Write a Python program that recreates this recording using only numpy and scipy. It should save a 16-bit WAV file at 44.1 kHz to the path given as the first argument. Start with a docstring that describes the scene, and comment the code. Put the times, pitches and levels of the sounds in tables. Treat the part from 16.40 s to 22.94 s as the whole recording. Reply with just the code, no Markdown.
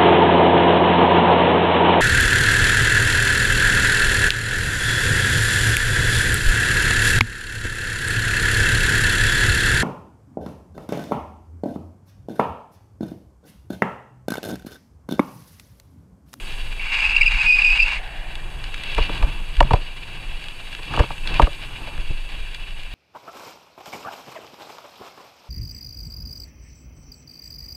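"""A small bike rolls fast down a paved hill: the rim brake scrapes and squeals by stick-slip, then the
tyres rush over grit and bang across two kerbs. Stones tick on the frame; jolts knock the camera mount.
A car passes; wind and body shake rumble below. Heard from a cased camera on the rider's chest,
whose walls colour the noise from outside."""
import sys
import numpy as np
from scipy import signal
from scipy.fft import rfft, irfft
from scipy.io import wavfile
from scipy.ndimage import uniform_filter1d

SR = 44100
rng = np.random.default_rng(int(sys.argv[2]) if len(sys.argv) > 2 else 0)


def unload_wav(signal):
    """Save mono or channel-first audio to the path in sys.argv[1] as 16-bit WAV at rate SR, clipped to [-1, 1]."""
    wavfile.write(
        sys.argv[1],
        SR,
        np.round(np.clip(np.atleast_2d(signal).T, -1, 1) * 32767).astype(np.int16),
    )


N = 288414
TIME_S = np.arange(N) / SR

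# camera case resonances: f/Hz, width/Hz, gain/dB
CASE_MODES = [(1098, 87, 2.1), (1613, 116, 6.1), (2241, 31, 2.4), (2405, 48, 6.8), (2656, 35, 3.5),
              (2868, 148, 10.3), (3372, 78, 10.2), (3574, 50, -1.7), (3811, 111, 8.4), (4521, 290, 7.3),
              (5344, 29, 3.1), (5863, 203, -4.8), (6387, 105, 5.9), (6648, 34, 3.9), (7075, 61, 8.1),
              (7663, 137, 5.9), (7923, 40, 7.7), (8367, 230, 8.6), (9416, 66, 5.7), (9789, 779, 8.0),
              (9884, 34, 3.4), (10897, 72, -3.4), (11475, 44, 6.5), (11616, 45, 4.4), (13363, 228, 4.4),
              (13591, 35, 3.8), (13673, 34, 3.7)]
# spectral shapes ahead of the case: f/Hz, relative density/dB
WIND_SPECTRUM = [(4, -35), (15, 8.5), (23, 9.5), (38, -4.5), (55, -11), (85, -34), (160, -29.5), (400, -71)]
CAR_SPECTRUM = [(200, -11.5), (500, -7.5), (750, 4.5), (1200, -13), (1900, 0), (3000, -13), (6000, -50.5)]
AIR_SPECTRUM = [(3000, -10.5), (5500, 7), (8000, 3.5), (10000, 0.5), (12000, 0), (14000, -2.5),
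                (15500, -4.5)]
ROAD_SPECTRUM = [(40, 7), (80, 11), (150, 10), (210, -1), (350, 0), (550, -8.5), (900, -1.5), (1350, -8.5),
                 (2500, -24), (6000, -34), (15000, -63.5)]
TREAD_SPECTRUM = [(40, -21.5), (200, -17), (500, -7.5), (900, -7.5), (1350, -12), (2000, -4.5),
                  (2500, -2.5), (4000, -12.5), (5500, -23), (9000, -43), (12000, -54), (15000, -71)]
SCRAPE_SPECTRUM = [(100, -49.5), (300, -26), (550, -24), (850, -7.5), (1350, -12), (1900, -8.5),
                   (2300, 4.5), (2700, -13.5), (3200, -16.5), (4800, -20.5), (5500, -24.5), (8000, -34),
                   (12000, -55.5), (15000, -46)]
OVERTONE_SPECTRUM = [(100, -75), (3200, -22), (3850, -6), (4350, -13.5), (4880, 9.5), (5200, -8),
                     (5600, -2), (6400, -19), (7600, -11.5), (9000, -30.5), (15000, -35)]
CLACK_SPECTRUM = [(100, -12), (500, -3), (1300, -3), (2000, 0), (2500, -1), (3200, -9), (5000, -17),
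                  (8000, -29), (15000, -41)]

# wind gusts: centre t/s, length/s, rise/dB
WIND_GUSTS = [(0.27, 0.51, 9), (0.88, 0.46, 14), (1.36, 0.33, 12.5), (2.0, 0.99, 5.5), (2.9, 0.86, 9.5),
              (3.36, 0.16, 12), (3.93, 0.12, 9.5), (4.92, 0.32, 12), (5.72, 0.34, 12.5), (6.02, 0.11, 10.5),
              (6.35, 0.42, 5)]
# passing car: t/s, level/dB
CAR_PASS = [(1.1, -91), (1.6, -39), (1.85, -41.5), (2.3, -51), (3.0, -84)]
# bumps through the rider's body: t/s, level/dB, f/Hz
BODY_BUMPS = [(2.581, -9.5, 26.8), (2.614, -9.5, 28), (2.843, -5.5, 29.6), (3.193, -4.5, 26.8),
              (3.232, -6.5, 28.8), (3.341, -3, 68), (4.607, -2.5, 46.2), (5.038, 0, 35.3),
              (5.595, -14.5, 27), (5.706, -16, 35.5)]
# pace as air hiss gain, lost under braking, regained downhill: t/s, gain/dB
RIDE_PACE = [(0, 4), (.4, -1), (1.65, -5.5), (2.15, -3), (2.6, 0), (3.5, -4), (3.8, -3), (4.9, 0.5),
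             (5.7, -2.5), (6.54, -4.5)]
# rough paving: centre t/s, length/s, rush rise/dB, drone rise/dB
ROUGH_PATCHES = [(2.15, 0.58, -4, 6.5), (2.56, 0.56, 9, -1), (2.8, 0.44, -0.5, 12), (3.32, 0.22, 2, 12),
                 (3.75, 0.41, 1.5, 4.5), (4.56, .17, 7, 16), (4.95, 0.18, 8, 15), (5.44, 0.41, 0.5, 7.5),
                 (5.95, 0.1, 1, 4.5)]
# frame resonances: f/Hz, width/Hz, gain/dB
FRAME_MODES = [(2380, 31, -15.5), (2650, 60, -9.5), (3297, 23, -23), (4590, 14, -24.5)]
# stones on the frame: t/s, level/dB
STONE_HITS = [(1.954, -28.5), (2.2407, -29.5), (2.3428, -25.5), (2.436, -28), (2.5476, -24.5),
              (3.1676, -29), (4.0841, -29), (4.328, -31.5), (4.3501, -26.5), (4.8742, -20.5), (6.1464, -28)]
# pad pressure on the rim: t/s, gain/dB
PAD_PRESSURE = [(0.38, -9.5), (0.48, -7), (0.53, 0.5), (0.8, 1), (1.02, -3), (1.25, 0), (1.52, -2.5),
                (1.61, -6.5)]
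# out-of-true rim rubbing the pad: centre t/s, length/s, rise/dB
RIM_RUBS = [(0.53, 0.028, 6.5), (0.615, 0.093, 4), (0.925, 0.057, 6), (1.025, 0.093, 11), (1.205, 0.063, 6),
            (1.365, 0.062, 5), (1.52, 0.13, 5.5)]
# pad grips, rim sings: centre t/s, length/s, level/dB, f/Hz
PAD_GRIPS = [(0.4, .006, -23.5, 2300), (0.605, .005, -10, 2750), (0.656, .03, -15.5, 2580),
             (0.697, 0.0041, -11, 2630), (0.768, 0.0079, -8, 2770), (0.815, 0.0078, -6, 2450),
             (0.821, .008, -10.5, 2204), (0.832, .006, -10.5, 2728), (0.864, .007, -8, 2660),
             (0.876, 0.021, -11.5, 2480), (0.991, .008, -15, 2523), (1.008, 0.026, -15, 2540),
             (1.116, 0.097, -10.5, 2489), (1.192, 0.017, -11, 2477), (1.222, .009, -11, 2690),
             (1.268, 0.063, -12, 2470), (1.326, 0.0475, -14, 2545), (1.402, .028, -11, 2450),
             (1.429, 0.021, -10, 2660)]
# spells of brief catches: start t/s, end t/s, level/dB
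CHIRP_SPELLS = [(0.454, .54, -27.5), (0.541, .8, -19.5), (1.01, 1.07, -16.5), (1.24, 1.47, -16),
                (1.48, 1.57, -28)]
# camera mount resonances: f/Hz, gain/dB, t60/s
MOUNT_MODES = [(137, 1.5, 0.065), (186, -1.5, 0.023), (332, -1.5, 0.035), (440, 1, 0.026),
               (573, -7.5, 0.058), (777, 9, 0.009), (917, 6, 0.015), (1100, -0.5, 0.019), (1240, -27, 0.12)]
# jolts: t/s, knock level/dB, clack level/dB, chatter decay/s, blow centre f/Hz
JOLTS = [(2.579, -17, -23.5, 0.0066, 646), (2.693, -23.5, -38, 0.0008, 600),
         (2.825, -26, -23.5, 0.008, 744), (3.205, -4, -10.5, 0.0019, 790), (3.245, -20.5, -47, 0.0017, 220),
         (3.307, -12.5, -27, 0.0034, 680), (3.3338, -10.5, -19.5, 0.0041, 750),
         (4.39, -38, -40, 0.0035, 696), (4.536, -27, -28.5, 0.012, 1000), (4.573, -17.5, -30, 0.0011, 1140),
         (4.592, -13, -19, 0.0096, 510), (4.635, -24, -45, .0012, 925), (4.704, -24, -34, 0.0014, 1050),
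         (4.995, -2.5, -26, 0.00061, 1020), (5.018, -19, -21, 0.011, 434), (5.069, -23.5, -32, 0.0023, 746),
         (5.47, -34.5, -37, 0.012, 900), (5.578, -29.5, -32, 0.0034, 199), (5.7, -26, -51, 0.0046, 220)]

WIND_DB, AIR_DB, DRONE_DB, RUSH_DB = -33.5, -53.5, -45, -37  # base gains
RUSH_PER_PACE, DRONE_PER_PACE = 0.47, 0.65  # dB/dB
TICK_HZ, TICK_CHATTER_S = 2960, 0.0024
GRIT_PER_S, GRIT_RE_RUSH_DB, GRIT_SPREAD_DB = 6.5, -1.5, 6
SCRAPE_DB, SIMMER_DB = -27.5, -25.5  # base gains
CHIRPS_PER_S, CHIRP_S, CHIRP_SPREAD_DB = 38, 0.0049, 1
CHIRP_HZ, CHIRP_DETUNE = 2673, .025  # upper rim mode
RASP_HZ, RASP_WIDTH_HZ, RASP_DB = 2600, 190, -12  # second rim mode
MOUNT_LAG_S, REBOUND_S, REBOUND_KNOCK_DB, REBOUND_CLACK_DB = 0.00209, 0.022, -19, -13.5
CUTOFF_HZ = 15200


def gain(db):
    """dB to amplitude factor."""
    return 10 ** (np.asarray(db) / 20)


def unit_rms(x):
    """Scale to rms 1."""
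    return x / np.sqrt(np.mean(x ** 2) + 1e-20)


def envelope(rows):
    """(t/s, level/dB) curve to gain per sample."""
    return gain(np.interp(TIME_S, *np.transpose(rows)))


def swells(rows, column=2):
    """Gaussian rises (t/s, length/s, rise/dB) to gain per sample."""
    return gain(sum(row[column] * np.exp(-(2 * (TIME_S - row[0]) / row[1]) ** 2) for row in rows))


def add(mix, at_s, sound):
    """Mix in a sound at at_s."""
    part = mix[max(round(at_s * SR), 0):][:len(sound)]
    part += sound[:len(part)]


def wander(rate_hz):
    """Low-passed noise, rms 1."""
    hz = np.fft.rfftfreq(N, 1 / SR)
    return unit_rms(irfft(rfft(rng.standard_normal(N)) / (1 + (hz / rate_hz) ** 4), N))


def noisy_mode(hz, width_hz):
    """Randomly driven resonance, rms 1."""
    phase = 2 * np.pi * hz * TIME_S
    return wander(width_hz) * np.cos(phase) + wander(width_hz) * np.sin(phase)


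def grains(per_s, spread_db):
    """Random clicks, mostly small, rms 1."""
    sizes = gain(spread_db * np.minimum(rng.exponential(1, N), 4))
    return unit_rms(sizes * rng.choice([-1, 1], N) * (rng.random(N) < per_s / SR))


def case_response(spectrum, size=4096):
    """Minimum-phase impulse response of a spectrum plus the case modes, energy 1."""
    hz = abs(np.fft.fftfreq(size, 1 / SR))
    points_hz, points_db = np.transpose(spectrum)
    source_db = np.interp(np.log(hz + 1), np.log(points_hz + 1), points_db)
    case_db = sum(db * np.exp(-.5 * ((hz - mode_hz) / width_hz) ** 2)
                  for mode_hz, width_hz, db in CASE_MODES)
    log_gain = np.log(gain(source_db + case_db))
    taps = np.fft.ifft(np.exp(np.conj(signal.hilbert(log_gain)))).real
    return taps / np.linalg.norm(taps)


def through_case(x, spectrum, size=4096):
    """Filter by a spectrum and the case."""
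    return signal.oaconvolve(x, case_response(spectrum, size))[:N]


def strike(ring, db, chatter_s, looseness):
    """Impulse plus decaying chatter drives a ring; db is the peak 5 ms rms."""
    t = np.arange(len(ring)) / SR
    force = rng.standard_normal(len(t)) * np.exp(-t / chatter_s)
    force *= looseness / np.linalg.norm(force)
    force[0] += 1
    sound = signal.fftconvolve(force, ring)[:len(t)]
    return gain(db) * sound / np.sqrt(uniform_filter1d(sound ** 2, size=220).max())


def wind():
    """Slow pressure lumps on the case, swelling in gusts."""
    lumps = signal.hilbert(through_case(rng.standard_normal(N), WIND_SPECTRUM, size=32768))
    strength = np.sqrt(uniform_filter1d(abs(lumps) ** 2, size=6000))
    return unit_rms(lumps.real / strength) * gain(WIND_DB) * swells(WIND_GUSTS)


def car():
    """Distant tyre roar swells and fades."""
    return through_case(rng.standard_normal(N), CAR_SPECTRUM) * envelope(CAR_PASS)


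def body_thumps():
    """The body shoves the case: a pressure dip between two smaller swells."""
    out, t = np.zeros(N), np.arange(-SR // 8, SR // 8) / SR
    for at_s, db, hz in BODY_BUMPS:
        pulse = ((1 - 2j * np.pi * hz * t / 3) ** -4).real
        add(out, at_s + t[0], -gain(db) * pulse)
    return out


def rush_gain():
    """Tyre rush follows pace and paving."""
    return gain(RUSH_DB) * envelope(RIDE_PACE) ** RUSH_PER_PACE * swells(ROUGH_PATCHES)


def tyres():
    """Tread rushes and crunches over grit and shakes the frame; the road drones, air hisses past."""
    texture, pace = wander(28), envelope(RIDE_PACE)
    contact = gain(-2.5) * rng.standard_normal(N) + gain(-10) * grains(per_s=600, spread_db=0.5)
    rush = through_case(contact * gain(2.2 * texture), TREAD_SPECTRUM) * gain(-1.04)
    rush = signal.sosfilt(signal.butter(2, 8000, fs=SR, output="sos"), rush)
    frame = sum(gain(db) * noisy_mode(hz, width_hz) for hz, width_hz, db in FRAME_MODES)
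    hiss = through_case(rng.standard_normal(N) * gain(0.33 * texture), AIR_SPECTRUM)
    hiss *= gain(AIR_DB) * pace
    drone = through_case(rng.standard_normal(N) * gain(0.95 * wander(18)), ROAD_SPECTRUM)
    drone *= gain(DRONE_DB) * pace ** DRONE_PER_PACE * swells(ROUGH_PATCHES, column=3)
    return (rush + frame) * rush_gain() + hiss + drone


def stone_ticks():
    """Stones and random grit ring the frame near its pitch; grit level follows the tyre rush."""
    out, grit_db = np.zeros(N), 20 * np.log10(rush_gain()) + GRIT_RE_RUSH_DB
    gap_draws, size_draws = rng.random((200, 2)).T
    times_s = np.cumsum(-np.log(gap_draws) / GRIT_PER_S)
    grit = [(at_s, grit_db[int(at_s * SR)] + GRIT_SPREAD_DB * (2 * size - 1))
            for at_s, size in zip(times_s, size_draws) if at_s < TIME_S[-1]]
    for at_s, db in STONE_HITS + grit:
        hz = TICK_HZ * (1 + 0.059 * rng.standard_normal())
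        ring = case_response([(200, -27), (1200, -17), (0.4 * hz, -7), (hz, 0), (1.26 * hz, -7),
                              (7000, -23), (15000, -40)])
        add(out, at_s, strike(ring, db, TICK_CHATTER_S, looseness=4))
    return out


def chirp_grips():
    """The pad catches briefly at uneven intervals; rows as in PAD_GRIPS."""
    rows = []
    for start_s, end_s, db in CHIRP_SPELLS:
        slots_s = np.arange(start_s, end_s, 1 / CHIRPS_PER_S)
        for slot_s, (late, drop, detune) in zip(slots_s, rng.uniform(-1, 1, (40, 3))):
            at_s = slot_s + .5 * abs(late) / CHIRPS_PER_S
            hz = CHIRP_HZ * (1 + CHIRP_DETUNE * detune)
            rows.append((at_s, CHIRP_S, db - CHIRP_SPREAD_DB * drop, hz))
    return rows


def squeals():
    """Stick-slip: wavering tone, rough overtones, friction spray. Returns sound and grip envelope."""
    tone, grip = np.zeros(N), np.zeros(N)
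    waver, flutter = .012 * wander(120), gain(1.6 * wander(200))
    for at_s, length_s, db, hz in PAD_GRIPS + chirp_grips():
        span = slice(round((at_s - 2 * length_s) * SR), round((at_s + 2 * length_s) * SR))
        swell = gain(db) * flutter[span] / (1 + abs(2 * (TIME_S[span] - at_s) / length_s) ** 4)
        unsteady = np.sqrt(0.05 / length_s)  # longer grip, tighter pitch lock
        cycles = np.cumsum(hz * (1 + unsteady * waver[span])) / SR + rng.random()
        tone[span] += swell * np.sin(2 * np.pi * cycles)
        grip[span] += swell
    # uneven slips smear each overtone into a band
    second = noisy_mode(4880, 140) * uniform_filter1d(grip, size=700) * gain(-29.5)
    third = noisy_mode(7680, 200) * grip * gain(-44.5)
    spray = through_case(rng.standard_normal(N) * grip, OVERTONE_SPECTRUM) * gain(-26)
    rasp = noisy_mode(RASP_HZ, RASP_WIDTH_HZ) * grip * gain(RASP_DB)
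    return tone + rasp + second + third + spray, grip


def brake():
    """The pad scrapes in uneven slips, keeps the rim simmering and squeals when it grips."""
    squeal, grip = squeals()
    pressure = np.interp(TIME_S, [.37, .42, 1.57, 1.6], [0, 1, 1, 0]) * envelope(PAD_PRESSURE)
    sliding = gain(-18 * uniform_filter1d(grip, size=1500))  # held grip ducks the scrape
    slips = gain(1.84 * wander(35))
    friction = unit_rms(rng.standard_normal(N) + 0.89 * grains(per_s=1500, spread_db=3.5))
    scrape = through_case(friction * slips * sliding, SCRAPE_SPECTRUM)
    scrape += gain(-24.5) * noisy_mode(3870, 76)
    simmer = (noisy_mode(2750, 110) + gain(-6) * noisy_mode(2480, 70)) * sliding
    return squeal + pressure * (scrape * swells(RIM_RUBS) * gain(SCRAPE_DB) + simmer * gain(SIMMER_DB))


def knocks():
    """Each jolt clacks the bike's loose parts, rings the camera mount and rebounds once."""
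    out, t = np.zeros(N), np.arange(4096) / SR
    clack = case_response(CLACK_SPECTRUM)
    onset = 1 - np.exp(-(t / 0.0013) ** 2)  # mount yields before it rings
    bounces = (0, 0, 0), (REBOUND_S, REBOUND_KNOCK_DB, REBOUND_CLACK_DB)
    for at_s, knock_db, clack_db, chatter_s, blow_hz in JOLTS:
        ring = np.zeros(len(t))
        for hz, db, t60_s in MOUNT_MODES:
            mode_db = db - 5.9 * abs(np.log2(hz / blow_hz))  # modes nearest the blow's centre pitch ring loudest
            ring += gain(mode_db - 60 * t / t60_s) * np.sin(2 * np.pi * hz * t)
        for delay_s, knock_trim_db, clack_trim_db in bounces:
            knock = strike(onset * ring, knock_db + knock_trim_db, chatter_s, chatter_s / 0.0026)
            add(out, at_s + delay_s + MOUNT_LAG_S, knock)
            add(out, at_s + delay_s, strike(clack, clack_db + clack_trim_db, chatter_s, looseness=25))
    return out


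def scene():
    """Mono sum at the microphone."""
    return (tyres() + wind() + knocks() + body_thumps() + car() + brake() + stone_ticks())[None]


def record(dry):
    """Soft clip near full scale, then low-pass."""
    clipped = dry / (1 + abs(dry / .97) ** 8) ** (1 / 8)
    lowpass = signal.firwin(511, CUTOFF_HZ, window=("kaiser", 9), fs=SR)
    return signal.oaconvolve(clipped, lowpass[None], "same")


dry = scene()
out = record(dry)
unload_wav(out)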